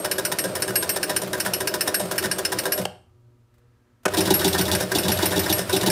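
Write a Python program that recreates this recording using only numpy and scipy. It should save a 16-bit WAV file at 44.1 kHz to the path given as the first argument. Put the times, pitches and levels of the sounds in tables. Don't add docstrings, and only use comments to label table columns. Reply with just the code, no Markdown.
import sys
import numpy as np
from scipy import signal
from scipy.fft import rfft, irfft
from scipy.io import wavfile

SR = 44100
rng = np.random.default_rng(int(sys.argv[2]) if len(sys.argv) > 2 else 0)


def to_wav(s):
    ch = np.atleast_2d(s).T
    pcm = np.round(np.clip(ch, -1, 1) * 32767)
    wavfile.write(sys.argv[1], SR, pcm.astype(np.int16))


def field_ratio(decibels):
    return 10 ** (np.asarray(decibels, dtype=float) / 20)


N = 260631


def rms_one(x):
    return x / np.sqrt(np.mean(x ** 2) + 1e-20)


def drift(per_s):
    r = np.exp(-80 * np.pi * per_s / SR)
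    noise = rng.standard_normal(N // 40 + 2002)
    slow = rms_one(signal.lfilter([1], [1, -2 * r, r * r], noise)[2000:])
    return np.interp(np.arange(N) / 40, np.arange(len(slow)), slow)


def peak(x, hz, width_hz):
    r = np.exp(-np.pi * width_hz / SR)
    poles = [1, -2 * r * np.cos(2 * np.pi * hz / SR), r * r]
    return signal.lfilter([(1 - r * r) / 2, 0, (r * r - 1) / 2], poles, x)


def resonant(x, modes, vary_db=0):
    out = x.copy()
    for hz, width_hz, level_db in modes:
        if vary_db:
            level_db = level_db + vary_db * drift(5.7)[:len(x)]
        out += peak(x * field_ratio(level_db), hz, width_hz)
    return out


def coloured(x, spectrum, low_hz=25, high_hz=20000):
    size = 8192
    hz = np.arange(size // 2 + 1) * SR / size + 1
    points_hz, level_db = np.transpose(spectrum)
    gain = field_ratio(np.interp(np.log(hz), np.log(points_hz), level_db))
    gain /= np.sqrt((1 + (low_hz / hz) ** 6) * (1 + (hz / high_hz) ** 6))
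    cepstrum = irfft(np.log(gain + 1e-9))
    cepstrum[1:size // 2] *= 2
    cepstrum[size // 2 + 1:] = 0
    return signal.oaconvolve(x, irfft(np.exp(rfft(cepstrum))))[:len(x)]


def grains(per_s, spread_db):
    sizes = field_ratio(spread_db * np.minimum(rng.exponential(1, N), 2.5)) * rng.choice([-1, 1], N)
    return rms_one(sizes * (rng.random(N) < per_s / SR) + 1e-9)


def bursts(times_s, levels_db, lengths_s, rise_s, tail_db, crack_db=-40, order=1.21):
    out, t = np.zeros(N + 8000), np.arange(8000) / SR
    for s, level_db, length_s in zip(times_s, levels_db, np.broadcast_to(lengths_s, len(times_s))):
        length_s = np.clip(length_s, .003, .08)
        fall = np.exp(-2 * (t / length_s) ** order)
        fall += field_ratio(tail_db) * np.exp(-t / length_s)
        fall += field_ratio(crack_db) * np.exp(-t / .002)
        out[round(s * SR):][:len(t)] += field_ratio(level_db) * (1 - np.exp(-t / rise_s)) * fall
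    return out[:N]


FRAME_HZ = 990, 1500, 1620, 1800, 2950, 3500, 3800, 4600, 5260, 5710, 8900, 9650, 13250, 13800
# (width [Hz], on pull-in [dB], on drop-back [dB], under heavy coil [dB])
FRAME = [(44.64, 2, 5.1, 5), (79, 5.5, 1.7, 4.3), (70, 10, 11, 3.4), (69.8, 3, 9.9, 1.3),
         (150, -2, 0.67, 0.67), (95, -21, 1.7, 4.76), (150, 3.5, 8.2, 7.3), (120, -7.5, 1.2, 1.9),
         (146, -4, 13, 1.4), (70, 6.5, 5.3, 4), (150, 6.5, 3, 1.8), (193, 6, 4, 1), (90, 8, 2, 1.4),
         (100, 7.5, 2, 1.5)]


def frame(order, low_hz, high_hz):
    return [(hz, row[0], row[order]) for hz, row in zip(FRAME_HZ, FRAME) if order and low_hz <= hz < high_hz]


CABINET_HZ = 125, 186, 330, 381, 500, 608, 720
# (width [Hz], level [dB])
CABINET = [(30, 8), (24, 10), (45, 7), (30, 11), (45, 4), (34, 7.5), (50, 1)]


def cabinet():
    return [(hz, *row) for hz, row in zip(CABINET_HZ, CABINET)]


def clatter(events, colour, per_s, spread_db, body_lag_s, body_stretch, vary_db, order):
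    s, treble_db, knock_db, body_db, length_s = np.transpose(events)
    knock_hz, treble_hz = 800, 2500
    shower = grains(per_s, spread_db) * field_ratio(2.2 * drift(120))
    parts = (
        (treble_db - 12.5, treble_hz, 20000, frame(order, treble_hz, SR), 0, 1),
        (treble_db + knock_db - 8.5, knock_hz, treble_hz, frame(order, 0, treble_hz), 0, 1.2),
        (treble_db + body_db - 5, 150, knock_hz, cabinet(), body_lag_s, body_stretch))
    out = 0
    for level_db, low_hz, high_hz, modes, lag_s, stretch in parts:
        unit = np.std(resonant(coloured(shower[:SR // 2], colour, low_hz, high_hz), modes))
        envelope = bursts(s + lag_s, level_db, length_s * stretch, rise_s=.0014, tail_db=-17,
                          crack_db=-6, order=1.9)
        driven = coloured(shower * envelope, colour, low_hz, high_hz)
        out = out + resonant(driven + 1e-12, modes, vary_db) / unit
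    return out


TURNS = [
    [-.157, .6212, 1.4003, 2.1804],
    [4.205, 4.984, 5.7626],
]


def cam(lobes, turns, gains_db=0):
    rows = []
    for turn_s, gain_db in zip(turns, np.broadcast_to(gains_db, len(turns))):
        rows += [(turn_s + s, db + gain_db, *rest) for s, db, *rest in lobes]
    return [row for row in rows if 0 < row[0] < N / SR]


# (frequency [Hz], density [dB per Hz])
AIR = [(15, -51), (25, -15.5), (123, -5.5), (161, -29), (242, -14), (309, -22.5), (476, -25.5),
       (887, -32.5), (1290, -29), (1650, -36.5), (16000, -50)]
# (time [s], level [dB])
RUSTLE = [
    (3.45, -90.5),
    (3.55, -74),
    (3.7, -77.5),
    (3.85, -74.5),
    (4.03, -78),
]
# (frequency [Hz], level [dB rms])
HUM = [(118.4, -60), (242.2, -75), (360.7, -71), (479.1, -79), (597.5, -80), (958.2, -85.5), (1200, -90.5),
       (1319, -84.5)]


def workshop_air():
    t = np.arange(N) / SR
    out = field_ratio(-62) * rms_one(coloured(rng.standard_normal(N), AIR))
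    rustle = grains(per_s=3000, spread_db=3)
    rustle = rms_one(peak(rustle, 1100, 150) + 1.8 * peak(rustle, 1650, 300))
    s, level_db = np.transpose(RUSTLE)
    out += field_ratio(np.interp(t, s, level_db, -150, -150) - 1.5) * rustle
    for hz, level_db in HUM:
        out += field_ratio(level_db + .3 + 3.5 * drift(5)) * np.sin(2 * np.pi * (hz * t + rng.random()))
    return out


def motor_db(first_db, again_db, busy_db, down_db_per_s, up_db_per_s):
    t = np.arange(N) / SR
    off_s, up_to_speed_s = 2.83, 4.12
    busy = 0
    for turn_s in TURNS[1]:
        inside_s = np.minimum(t - turn_s + .03, turn_s + .6 - t)
        busy = busy + np.clip(inside_s / .07 + 1, 0, 1)
    first = first_db - down_db_per_s * np.maximum(t - off_s, 0)
    again = again_db + busy_db * busy - up_db_per_s * np.maximum(up_to_speed_s - t, 0)
    return np.maximum(first, np.where(t > LATCHES[1][0], again, -200))


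# (frequency [Hz], density [dB per Hz])
RUMBLE = [(26, -49.5), (45, -17.5), (282, -7.5), (372, -3.5), (444, -7), (604, -2), (810, -14),
          (1500, -12.5), (1950, -54.5), (3300, -120)]
# (frequency [Hz], density [dB per Hz])
RATTLE = [(530, -34), (900, -1.5), (1620, -4.5), (3300, -7.5), (5220, -7.5), (6330, -13), (9650, -10),
          (16000, -17)]
# (before pause [dB], after pause [dB], coil swell [dB], run-down [dB/s], run-up [dB/s])
MOTOR_LAYERS = [
    (-33.5, -35.5, 4.5, 600, 450),
    (-39.5, -37.5, 6, 260, 300),
    (-53, -41, 4, 30, 100),
]


def motor():
    rumble = coloured(grains(per_s=1300, spread_db=3), RUMBLE, 25.2, 2426)
    rumble = rms_one(resonant(rumble, cabinet()))
    rattle = rms_one(coloured(grains(per_s=8000, spread_db=3.5), RATTLE, 720))
    rattle *= field_ratio(1.5 * drift(30))
    drone = rms_one(peak(peak(rng.standard_normal(N), 90, 18), 90, 30))
    rumble_db, rattle_db, drone_db = (motor_db(*layer) for layer in MOTOR_LAYERS)
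    return field_ratio(rumble_db + .5) * rumble + field_ratio(rattle_db - 2) * rattle + field_ratio(drone_db + 1.5) * drone


# (time [s], ring of each of the four steel parts [dB] x 4)
PULLS_FIRST = [(-.023, -30, -31, -40, -28), (.1124, -42, -26.5, -30, -37), (.2498, -34, -37, -25, -34),
               (.3855, -26.5, -24, -39, -25), (.6205, -33.5, -36, -41, -33), (.7555, -21, -15.5, -28, -21),
               (.8916, -25, -24, -22, -18), (1.0286, -35, -52, -36, -28), (1.1625, -39, -32, -29, -27),
               (1.3995, -35, -35, -31, -30), (1.5345, -34.5, -23.5, -34, -36), (1.672, -42, -37, -33, -28),
               (1.8074, -34, -30, -28, -21), (1.9424, -25.5, -20, -31, -24), (2.1795, -40, -39, -33, -39),
               (2.3125, -33, -34, -39, -39), (2.4495, -41, -46, -43, -47), (2.5860, -35, -41, -31, -27),
               (2.7202, -32, -18, -35, -23)]
PULLS_AGAIN = [(4.205, -44, -32, -34, -29), (4.3387, -30, -13.5, -30, -17), (4.477, -33, -31, -24, -24),
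               (4.61, -39, -36, -25, -24), (4.7489, -39, -30, -43, -25), (4.984, -34, -30, -26, -28),
               (5.1172, -33, -21, -33, -30), (5.2555, -41, -28, -21, -21), (5.392, -41, -33, -22, -28),
               (5.5254, -27, -17, -31, -30), (5.7626, -37, -32, -45, -41), (5.8994, -30, -28, -43, -47)]


def pulls():
    pull_db, sag_db = -13.5, -1.8
    first = [(s, pull_db, *rings_db) for s, *rings_db in PULLS_FIRST]
    return first + [(s, pull_db + sag_db, *rings_db) for s, *rings_db in PULLS_AGAIN]


STEEL_HZ = 8523, 11554, 12043, 15315
# (t60 [s], extra level [dB])
STEEL = [(.45, -.5), (.2, 1), (.14, 1), (.12, -4)]
# (frequency [Hz], level re clatter [dB], t60 [s])
PINGS = [(5290, -10, 0.03), (5990, -14.5, .08), (9500, -17, 0.022)]


def ringing():
    pad = SR // 3
    out, t = np.zeros(N + SR), np.arange(pad) / SR
    touches_s = [row[0] for row in drops()] + [LATCHES[0][0]]
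    chance = rng.random((len(pulls()), 2, len(STEEL) + len(PINGS)))
    for (s, blow_db, *rings_db), (turns, luck) in zip(pulls(), chance):
        damp_db = 0
        for touch_s in touches_s:
            if s + .06 < touch_s < s + .3:
                damp_db = damp_db - 5.5 * np.clip((t - touch_s + s) / .008, 0, 1)
        parts = []
        for hz, (t60_s, extra_db), db in zip(STEEL_HZ, STEEL, rings_db):
            faint_db = .8 * min(0, db + 33)
            parts.append((hz, db + extra_db + faint_db, t60_s))
        for (hz, db, t60_s), odds in zip(PINGS, luck):
            parts.append((hz * (.985 + .03 * odds), blow_db + db - 8 * odds, t60_s))
        for (hz, level_db, t60_s), turn in zip(parts, turns):
            shape = field_ratio(level_db + damp_db - 60 * t / t60_s) * (1 - np.exp(-t / .0015))
            out[round(s * SR) + pad:][:pad] += shape * np.sin(2 * np.pi * (hz * t + turn))
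    return out[pad:][:N]


DROPS_FIRST = [(-.07, -13.5, -7, -12, .03), (.056, -15, -5.5, -11, .038), (.202, -12.5, -8, -14, .027),
               (.338, -13, -8, -14, .028), (.473, -13, -6, -10, .031), (.595, -14.5, -10.5, -7, .03)]
DROPS_AGAIN = [(-.069, -13.5, -5, -14, .025), (.068, -16, -4.5, -9, .02), (.203, -18, -2.5, -16, .045),
               (.337, -16, -3.5, -11, .03), (.475, -16, -2.5, -20, .03), (.596, -15, -10, -11, .05)]
STRAY_PAWL = [
    (2.256, -15.5, -9, -29, .014),
]


def drops():
    return cam(DROPS_FIRST, TURNS[0]) + STRAY_PAWL + cam(DROPS_AGAIN, TURNS[1])


# (frequency [Hz], density [dB per Hz])
RELEASE_COLOUR = [(88, -58.5), (150, -8), (391, -12.5), (504, 1), (1020, -11), (1240, -8), (1830, -13.5),
                  (2650, -18), (5360, -21), (8730, -16.5), (16000, -21)]


def releases():
    return clatter(drops(), RELEASE_COLOUR, per_s=9000, spread_db=4.5, body_lag_s=.0021,
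                   body_stretch=1.04, vary_db=3, order=2)


# (frequency [Hz], level re knock [dB], t60 [s])
STOP_PINGS = [(381, -2.5, .13), (990, -5, .12), (1620, -7, .08), (1810, -8, .08), (5290, -5, .05)]


def back_stop():
    out, t = np.zeros(N + SR // 4), np.arange(SR // 4) / SR
    chance = rng.random((len(drops()), 2, len(STOP_PINGS)))
    for (s, treble_db, knock_db, *_), (turns, luck) in zip(drops(), chance):
        for (hz, db, t60_s), turn, odds in zip(STOP_PINGS, turns, luck):
            level_db = treble_db + knock_db + db + 1 - 3.1 * odds
            shape = field_ratio(level_db - 60 * t / t60_s) * (1 - np.exp(-t / .0046))
            tone = np.sin(2 * np.pi * (hz * (.99 + .02 * odds) * t + turn))
            out[round(s * SR):][:len(t)] += shape * tone
    return out[:N]


# (frequency [Hz], density [dB per Hz])
STRIKE_COLOUR = [(470, -37), (800, -19), (2800, -6), (3510, -24.5), (4510, -6), (4860, -16), (5240, 0.5),
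                 (6020, -17.5), (9810, -8.5), (16000, -21.5)]


def strikes():
    s, level_db = np.transpose(pulls()[1:])[:2]
    shower, modes = grains(per_s=12000, spread_db=1), frame(1, 0, SR)
    unit = np.std(resonant(coloured(shower[:SR // 2], STRIKE_COLOUR, 392), modes))
    driven = shower * bursts(s, level_db - 3.5, .022, rise_s=.00079, tail_db=-21)
    return resonant(coloured(driven + 1e-12, STRIKE_COLOUR, 482), modes, vary_db=3) / unit


# (time into turn [s], peak [dB])
CAM_THUDS = [
    (.062, -22),
    (.61, -23),
]


def thuds():
    t = np.arange(N) / SR
    wander = 1.2 * drift(9)
    tone = np.sin(2 * np.pi * CABINET_HZ[1] * t + wander)
    tone += field_ratio(-9) * np.sin(2 * np.pi * CABINET_HZ[0] * t - wander)
    s, level_db = np.transpose(cam(CAM_THUDS, TURNS[0] + TURNS[1]))
    coil_s, coil_db = np.transpose(coil_strokes())[:2]
    pushes = bursts(s, level_db - 2, .08, rise_s=.012, tail_db=-24)
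    pushes += bursts(coil_s + .012, coil_db - 11.5, .055, rise_s=.008, tail_db=-24)
    return pushes * tone


# (time [s], tick peak [dB], blade ring [dB])
FLICKS = [(.599, -37, -33), (.740, -48, -38), (1.082, -37, -58), (1.273, -34.5, -53), (1.378, -34, -38),
          (1.448, -27, -50), (1.865, -34, -55), (2.052, -36, -52), (2.155, -34, -36.5), (2.225, -27, -50),
          (2.635, -31, -50), (2.814, -33, -46), (3.54, -66, -85), (3.58, -67, -88), (4.032, -57, -76)]


def flicks():
    s, tick_db, blade_db = np.transpose(FLICKS)
    tick_colour = [(500, 4.5), (5300, -8.5), (16000, -8.5)]  # (Hz, dB)
    tick = rms_one(coloured(rng.standard_normal(N), tick_colour, 500))
    tick *= bursts(s, tick_db + 1.5, .024, rise_s=.00091, tail_db=-21.5)
    blade = np.sin(2 * np.pi * 14050 * np.arange(N) / SR)
    return tick + blade * bursts(s, blade_db, .035, rise_s=.002, tail_db=-30.5)


# (time [s], treble peak [dB], knock re treble [dB], body re treble [dB], length [s])
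LATCHES = [
    (2.852, -5.5, -4, -7, 0.007),
    (4.053, -3, 0, -4, 0.013),
    (4.08, -16, -4, -8, 0.008),
    (4.087, -13, -7, -2, .005),
]
# (frequency [Hz], density [dB per Hz])
LATCH_COLOUR = [(88, -45.5), (150, -6.5), (624, -1), (1360, 3), (1630, 7.5), (3290, -7.5), (3620, -12.5),
                (9440, -15.5), (16000, -30)]


def latches():
    return clatter(LATCHES, LATCH_COLOUR, per_s=14000, spread_db=3.5, body_lag_s=.00059,
                   body_stretch=1.05, vary_db=.5, order=0)


# (time into turn [s], treble peak [dB], knock re treble [dB],
# body re treble [dB], length [s])
COIL = [(-.036, -9, -15, -6, .048), (.048, -14, -11, -8, .04), (.097, -8, -11, -6.5, .038),
        (.186, -14.5, -17, -10, .035), (.238, -7, -11, -7, .04), (.322, -14.5, -17, -10, .035),
        (.374, -8.5, -14, -6, .038), (.447, -16, -16, -8.5, .044), (.509, -8, -14, -10, .045)]
COIL_TURN_DB = 0, -1.5, 0


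def coil_strokes():
    return cam(COIL, TURNS[1], COIL_TURN_DB)


# (frequency [Hz], density [dB per Hz])
THUMP_COLOUR = [(88, -40), (230, -13), (354, -5), (504, -23), (888, -10), (1080, -33), (2920, -21.5),
                (3700, -19), (4950, -22.5), (11300, -26.5), (16000, -27)]


def heavy_coil():
    return clatter(coil_strokes(), THUMP_COLOUR, per_s=9700, spread_db=6, body_lag_s=.0025,
                   body_stretch=1.11, vary_db=-.5, order=3)


def room(x):
    t60_s, wall_cut_hz = .38, 2800
    t = np.arange(SR // 2) / SR
    noise = rng.standard_normal((2, len(t)))
    walls = signal.butter(1, wall_cut_hz, fs=SR, output="sos")
    dull = signal.sosfilt(walls, noise[0]) * field_ratio(-60 * t / t60_s)
    bright = noise[1] * field_ratio(-12.5 - 60 * t / (.67 * t60_s))
    tail = (dull + bright) * np.clip(t / .016, 0, 1)
    return signal.oaconvolve(x, tail / np.sqrt(np.sum(tail ** 2)))[:N]


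def scene():
    machine = motor() + ringing() + releases() + back_stop() + strikes()
    machine += thuds() + flicks() + latches() + heavy_coil()
    return (machine + field_ratio(-18) * room(machine) + workshop_air())[None]


def band_limit(x):
    return signal.sosfilt(signal.butter(12, 16860, fs=SR, output="sos"), x)


def record(dry):
    rounded = .75 * np.tanh(dry / .75)
    top_cut = signal.cheby2(12, 40, 16000, fs=SR, output="sos")
    return band_limit(signal.sosfilt(top_cut, rounded))


dry = scene()
out = record(dry)
to_wav(out)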